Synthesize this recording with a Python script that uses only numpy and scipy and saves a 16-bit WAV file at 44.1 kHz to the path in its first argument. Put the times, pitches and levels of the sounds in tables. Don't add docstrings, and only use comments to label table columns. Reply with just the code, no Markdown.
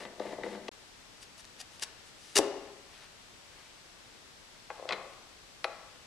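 import sys
import numpy as np
from scipy import signal
from scipy.fft import rfft, irfft
from scipy.io import wavfile
from scipy.ndimage import uniform_filter1d

SR = 44100
rng = np.random.default_rng(int(sys.argv[2]) if len(sys.argv) > 2 else 0)


def persist_wave(psi):
    counts = np.round(np.clip(psi, -1, 1) * 32767).astype(np.int16)
    wavfile.write(sys.argv[1], SR, np.atleast_2d(counts).T)


N = 267588
TIME = np.arange(N) / SR
DROPOUT_START_S, DROPOUT_END_S = 0.692, 0.715

# frequency in Hz, level in dB, t60 in seconds.
POST_MODES = [(145, -19, 0.15), (207, -7.5, 0.11), (303, -1, 0.04), (394, -1.5, 0.054), (499, -2, 0.065),
              (596, -1.5, 0.07), (680, -2.5, 0.056), (883, -1.5, 0.028), (1183, -3.5, 0.027),
              (1660, -0.5, 0.0094), (2033, 3, 0.024), (2400, -9, 0.015), (3800, 0, 0.011)]
PERCH_MODES = [(366, -6, 0.048), (536, 0.5, 0.049), (687, 4.5, 0.022), (870, 3, 0.019), (1063, -1.5, 0.051),
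               (1195, 5, 0.013), (1434, 2.5, 0.015), (1670, -1.5, 0.022), (1970, 2.5, 0.018),
               (2135, 0, 0.021), (2465, 0, 0.021), (3240, -5.5, .011), (4040, 2.5, 0.024),
               (4510, -1, 0.027), (5600, -20, 0.0076)]


def gain_of(db):
    return 10 ** (np.asarray(db) / 20)


def unit_rms(x):
    return x / np.sqrt(np.mean(x ** 2) + 1e-20)


def curve_at(points, hz):
    point_hz, value = np.transpose(points)
    return np.interp(np.log(hz + 1), np.log(point_hz + 1), value)


def add(mix, start_s, sound):
    part = mix[max(round(start_s * SR), 0):][:len(sound)]
    part += sound[:len(part)]


def coloured(x, spectrum, share=1):
    size = x.shape[-1]
    gain = gain_of(share * curve_at(spectrum, np.fft.rfftfreq(size, 1 / SR)))
    return irfft(rfft(x) * gain, size)


def peaked(x, peaks):
    hz = np.fft.rfftfreq(len(x), 1 / SR)
    lift_db = sum(db * np.exp(-((hz - centre) / width) ** 2) for centre, width, db in peaks)
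    return irfft(rfft(x) * gain_of(lift_db), len(x))


def leaned_left(pair, balance):
    return np.array([coloured(pair[0], balance, 0.71), coloured(pair[1], balance, -0.58)])


def stereo_noise(size, likeness):
    same = np.clip(curve_at(likeness, np.fft.rfftfreq(size, 1 / SR)), -1, 1)
    left, independent = rfft(rng.standard_normal((2, size)))
    right = same * left + np.sqrt(1 - same ** 2) * independent
    return irfft(np.array([left, right]), size)


def ring(modes, size):
    t = np.arange(size) / SR
    return sum((-1) ** k * gain_of(db) * np.exp(-np.log(1000) * t / t60) * np.sin(2 * np.pi * hz * t)
               for k, (hz, db, t60) in enumerate(modes))


def efforts(rows, attack_s, fade_db_per_s, release_s):
    out = np.zeros(N)
    for start, length, db in rows:
        t = np.maximum(TIME - start, 0)
        attack = np.minimum(t / attack_s, 1)
        hold = gain_of(db - fade_db_per_s * np.minimum(t, length))
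        release = np.exp(-np.maximum(t - length, 0) / release_s)
        out += attack * hold * release
    return out


def swells(rows):
    power = np.zeros(N)
    for middle_s, db, half_s in rows:
        near = abs(TIME - middle_s) < 4 * half_s
        power[near] += gain_of(db) ** 2 * np.exp(-((TIME[near] - middle_s) / half_s) ** 2)
    return np.sqrt(power)


def grains(per_s, spread_db):
    size = gain_of(spread_db * np.minimum(rng.exponential(1, N), 4))
    return unit_rms(rng.standard_normal(N) * size * (rng.random(N) < per_s / SR))


def scratching(effort, spectrum, per_s, spread_db):
    return unit_rms(coloured(grains(per_s, spread_db), spectrum)) * effort


def friction(effort, modes, per_s, spread_db, soft_hz):
    body = signal.oaconvolve(grains(per_s, spread_db), ring(modes, size=SR // 5))[:N]
    body = signal.sosfilt(signal.butter(1, soft_hz, fs=SR, output="sos"), body)
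    return unit_rms(body) * effort


def tick_and_thud(rows, lag_s, tick_span, thud_band_hz):
    ticks = [(s, tick_db, top_hz / tick_span, top_hz) for s, tick_db, _, top_hz in rows]
    thuds = [(s + lag_s, thud_db, *thud_band_hz) for s, _, thud_db, _ in rows]
    return ticks + thuds


def knocks(rows, modes, crunch_db, crunch_s):
    out, t = np.zeros(N), np.arange(SR // 5) / SR
    body = ring(modes, size=len(t))
    for start_s, db, low_hz, high_hz in rows:
        crunch = gain_of(crunch_db) * rng.standard_normal(len(t)) * np.exp(-t / crunch_s)
        blow = signal.sosfilt(signal.butter(2, low_hz, "high", fs=SR, output="sos"), body + crunch)
        blow = signal.sosfilt(signal.butter(3, high_hz, fs=SR, output="sos"), blow)
        rms_as_10_ms = np.sqrt(np.sum(blow ** 2) / (SR / 100))
        add(out, start_s, gain_of(db) * blow / rms_as_10_ms)
    return out


def microphone_hiss():
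    # frequency in Hz, then relative level in dB, leftward lean in dB or left-right likeness.
    spectrum = [(5, -60), (25, -9.5), (50, -12), (160, -14), (400, -15), (1500, -17), (3500, -17.5),
                (5100, -18.5), (7000, -23), (10000, -29), (12400, -36), (14000, -41.5), (15000, -54)]
    balance = [(50, 3), (500, 3.5), (3000, 2.5), (13000, 2)]
    likeness = [(50, 0.44), (200, 0.092), (600, 0.31), (2000, 0.051)]
    whine_hz, waver_hz = 7860, 30
    noise = unit_rms(coloured(stereo_noise(N, likeness), spectrum))
    waver = unit_rms(uniform_filter1d(rng.standard_normal((2, N)), size=300, axis=1))
    whine = unit_rms(np.sin(2 * np.pi * np.cumsum(whine_hz + waver_hz * waver, axis=1) / SR))
    return leaned_left(gain_of(-55) * noise + gain_of(-75) * whine, balance)


def room(x, wet_db, echo_db, modes_db):
    # frequency in Hz, then t60 in seconds, gain in dB or left-right likeness.
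    decay = [(100, 0.75), (300, 0.75), (1000, 0.96), (2500, 0.8), (5000, 0.74), (11000, 0.34)]
    colour = [(100, -1), (215, 0), (290, 2.5), (800, 2), (1500, -1), (3000, -4.5), (6000, -10), (12000, -8)]
    likeness = [(400, 0.91), (1100, 1), (3000, 0.3), (6000, .02)]
    # frequency in Hz, relative level in dB, t60 in seconds.
    standing_waves = [(279, -42.5, 0.82), (306, -52, 0.55), (362, -63, 0.45), (393, -59, .65),
                      (536, -45, 0.9)]
    # delay in seconds, relative level in dB.
    echoes = [(.0021, -16), (.0061, -19), (.0098, -9), (0.0163, -16)]
    hz, t, bands = signal.stft(stereo_noise(SR, likeness), SR, nperseg=256)
    bands = bands * np.exp(-np.log(1000) * t / curve_at(decay, hz)[:, None])
    tail = signal.istft(bands, SR, nperseg=256)[1][:, :SR]
    tail = coloured(tail / np.linalg.norm(tail[0]), colour)
    build_up = np.clip((TIME[:SR] - 0.003) / 0.0088, 0, 1)
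    response = build_up * (gain_of(wet_db) * tail + gain_of(modes_db) * ring(standing_waves, size=SR))
    response[:, 0] += 1
    for delay_s, db in echoes:
        response[:, round(delay_s * SR)] += gain_of(db + echo_db)
    return signal.fftconvolve(x[None], response, axes=1)[:, :N]


def tick_and_rustle():
    # middle in seconds, relative level in dB, half length in seconds.
    tick_and_brushes = [(1.4448, -41.5, .001), (1.845, -51, 0.0077), (2.96, -56, 0.054),
                        (3.035, -53.5, .023), (3.6, -58, 0.081), (5.135, -54, 0.0046)]
    # start and length in seconds, relative level in dB.
    grips = [(0, 0.035, -47), (.21, .13, -52.5), (.44, 0.12, -52)]
    # frequency in Hz, relative level in dB.
    spectrum = [(150, -38), (500, 4.5), (2000, 14), (4000, 11), (7000, 1), (11000, -2.5), (15000, -38)]
    gripping = efforts(grips, attack_s=0.0027, fade_db_per_s=7, release_s=0.015)
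    return scratching(swells(tick_and_brushes) + gripping, spectrum, per_s=9000, spread_db=-3.5)


def perch_jolt():
    # middle in seconds, level in dB, half length in seconds.
    jolts = [(2.386, -49.5, 0.017)]
    # frequency in Hz, relative level in dB.
    spectrum = [(20, -13), (45, -6), (80, 0), (120, 3), (200, -9), (500, -36), (2000, -70)]
    return scratching(swells(jolts), spectrum, per_s=SR, spread_db=11.0)


def thread_rasp():
    # start and length in seconds, relative level in dB.
    slips = [(1.225, 0.0057, -52), (1.383, 0.027, -55.5), (1.6, 0.014, -43), (1.822, .017, -32),
             (2.355, 0.033, -19.5)]
    # middle in seconds, relative level in dB, half length in seconds.
    rubs = [(1.745, -60.5, .023), (2.077, -59.5, 0.018), (2.283, -57, 0.067)]
    # time in seconds, relative level in dB.
    rim_ticks = [(1.381, -47), (1.4524, -46.5), (1.7974, -41.5)]
    # frequency in Hz, relative level in dB.
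    spectrum = [(80, -49), (250, -13), (800, -7), (1300, -9), (2200, -6), (4200, -5.5), (6200, -3.5),
                (7500, -5.5), (9700, -5), (11300, -15), (12400, -22), (13500, -25), (15000, -50)]
    # centre and half width in Hz, lift in dB.
    resonances = [(1810, 130, 6), (2850, 190, 7), (3750, 220, 5.5), (4800, 180, 7), (5760, 230, 2.5)]
    ridge_gap_s, build_share = 0.00907, 0.21
    ridge_half_s, drag_half_s, tick_half_s = 0.0028, 0.012, 0.00056
    catches = []
    for start, length, db in slips:
        drag_db = -33 + 0.39 * db
        catches.append((start + length / 2, drag_db, drag_half_s))
        for t in np.arange(ridge_gap_s / 2, length, ridge_gap_s):
            force = min(t / (build_share * length), 1)
            catches.append((start + t, db + 20 * np.log10(force), ridge_half_s))
    ticks = [(s, db, tick_half_s) for s, db in rim_ticks]
    rasp = scratching(swells(catches + rubs + ticks), spectrum, per_s=SR, spread_db=0.0)
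    return peaked(rasp, resonances)


def handling():
    close_sounds = gain_of(-1.5) * thread_rasp() + gain_of(-3.3) * tick_and_rustle() + perch_jolt()
    return room(close_sounds, wet_db=-8.5, echo_db=-11.0, modes_db=-27)


def post_twisting():
    # start and length in seconds, relative level in dB.
    twists = [(0, 0.055, -41), (.195, .14, -41.5), (.385, 0.23, -42)]
    shudders = [(.437, 0.2, -39)]
    # frequency in Hz, level in dB, t60 in seconds.
    platform_modes = [(194, 0, 0.15), (251, 5, 0.099)]
    # time in seconds, relative tick and thud levels in dB, top of the tick in Hz.
    rocking = [(.0515, -40, -66, 3360), (.1775, -58, -50, 1500), (.1972, -43, -28.5, 4000),
               (.2495, -67, -41, 2000), (.3265, -45, -35.5, 2200), (.3805, -63, -34.5, 2040),
               (.4085, -68, -52, 2000), (.4352, -33.5, -34.5, 2670), (.4625, -42, -36, 2000),
               (.4892, -49, -51, 2400), (.5492, -42.5, -38.5, 2640), (.6821, -36, -33, 3900)]
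    turning = efforts(twists, attack_s=0.005, fade_db_per_s=34, release_s=0.04)
    rub = friction(turning, POST_MODES, per_s=1200, spread_db=2.0, soft_hz=1450)
    tightening = efforts(shudders, attack_s=0.016, fade_db_per_s=75, release_s=0.02)
    groan = friction(tightening, platform_modes, per_s=3400, spread_db=-2.5, soft_hz=600)
    contacts = tick_and_thud(rocking, lag_s=0.00193, tick_span=4.5, thud_band_hz=(313, 850))
    bumps = knocks(contacts, POST_MODES, crunch_db=8.5, crunch_s=0.0051)
    post = gain_of(-4.0) * rub + gain_of(-6.0) * groan + gain_of(-4.5) * bumps
    return room(post, wet_db=-6.5, echo_db=-4.5, modes_db=-45)


def perch_seating():
    # start and length in seconds, relative level in dB.
    scrapes = [(4.765, 0.12, -54), (4.884, 0.05, -40)]
    # frequency in Hz, level in dB, t60 in seconds.
    cap_modes = [(2610, -5.5, 0.048), (3440, -2, .03), (4640, -4, 0.017)]
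    # time in seconds, relative tick and thud levels in dB, top of the tick in Hz.
    bolt_knocks = [(4.7014, -36.5, -42.5, 1700), (4.8897, -33, -41, 3860), (4.9073, -31.5, -36, 2730),
                   (4.9233, -30.5, -36.5, 3680), (4.9293, -33.5, -46, 3400)]
    # time in seconds, relative level in dB, low and high band edges in Hz.
    weight_on_post = [(4.916, -46.5, 110, 240)]
    sliding = efforts(scrapes, attack_s=0.014, fade_db_per_s=7, release_s=0.011)
    scrape = friction(sliding, PERCH_MODES + cap_modes, per_s=2000, spread_db=-3.0, soft_hz=700)
    contacts = tick_and_thud(bolt_knocks, lag_s=0.006, tick_span=3.0, thud_band_hz=(486, 1050))
    bumps = knocks(contacts, PERCH_MODES + cap_modes, crunch_db=9.0, crunch_s=0.0059)
    chatter = [(4.7945 + 0.029 * k, -41.5 + k, 520, 620) for k in range(3)]
    skips = knocks(chatter, PERCH_MODES, crunch_db=-3.0, crunch_s=0.006)
    landing = knocks(weight_on_post, POST_MODES, crunch_db=5.0, crunch_s=0.012)
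    perch = gain_of(-2.0) * scrape + gain_of(-2.5) * (bumps + skips + landing)
    return room(perch, wet_db=-6.5, echo_db=-4.5, modes_db=-40.0)


def key_knock():
    # time in seconds, relative tick and thud levels in dB, top of the tick in Hz.
    strike = [(5.6429, -25.5, -29.5, 4100)]
    # frequency in Hz, relative level in dB, t60 in seconds.
    key_modes = [(5540, -36, 0.019), (6700, -53, 0.011), (9800, -41, 0.028)]
    contacts = tick_and_thud(strike, lag_s=0.00576, tick_span=5.5, thud_band_hz=(450, 1000))
    knock = knocks(contacts, PERCH_MODES, crunch_db=5.0, crunch_s=0.0043)
    add(knock, start_s=strike[0][0], sound=ring(key_modes, size=SR // 10))
    return room(gain_of(-4.0) * knock, wet_db=-8.0, echo_db=-11.0, modes_db=-40.0)


def bolt_thump():
    # start and length in seconds, relative level in dB.
    push = [(2.354, 0.037, -39.5)]
    # frequency in Hz, level in dB, t60 in seconds.
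    board_modes = [(296, -5, 0.054), (405, 1.5, 0.048), (559, 2, 0.021), (723, 0.5, 0.015),
                   (849, -5, 0.027), (1160, -7, 0.02), (1850, -10.5, 0.034)]
    # time in seconds, relative level in dB, low and high band edges in Hz.
    head_blows = [(2.3892, -17.5, 264, 1050), (2.3982, -22, 396, 850)]
    pushing = efforts(push, attack_s=0.0045, fade_db_per_s=-340, release_s=0.0014)
    drag = friction(pushing, board_modes, per_s=6300, spread_db=-4.5, soft_hz=3000)
    blows = knocks(head_blows, board_modes, crunch_db=-0.5, crunch_s=0.0062)
    return room(gain_of(-5.0) * blows + gain_of(-3.0) * drag, wet_db=-7.0, echo_db=-24, modes_db=-20.0)


def scene():
    # frequency in Hz, leftward lean in dB.
    balance = [(100, 4), (3500, 4.5), (6500, 4), (9000, 1), (11000, 3), (13000, 7)]
    post = post_twisting() * (TIME < DROPOUT_START_S)
    work = post + handling() + bolt_thump() + perch_seating() + key_knock()
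    return leaned_left(work, balance) + microphone_hiss()


def record(dry):
    running = (TIME < DROPOUT_START_S) | (TIME > DROPOUT_END_S)
    low_pass = signal.firwin(301, cutoff=14400, window=("kaiser", 8), fs=SR)
    return signal.oaconvolve(dry * running, low_pass[None], "same")


dry = scene()
out = record(dry)
persist_wave(out)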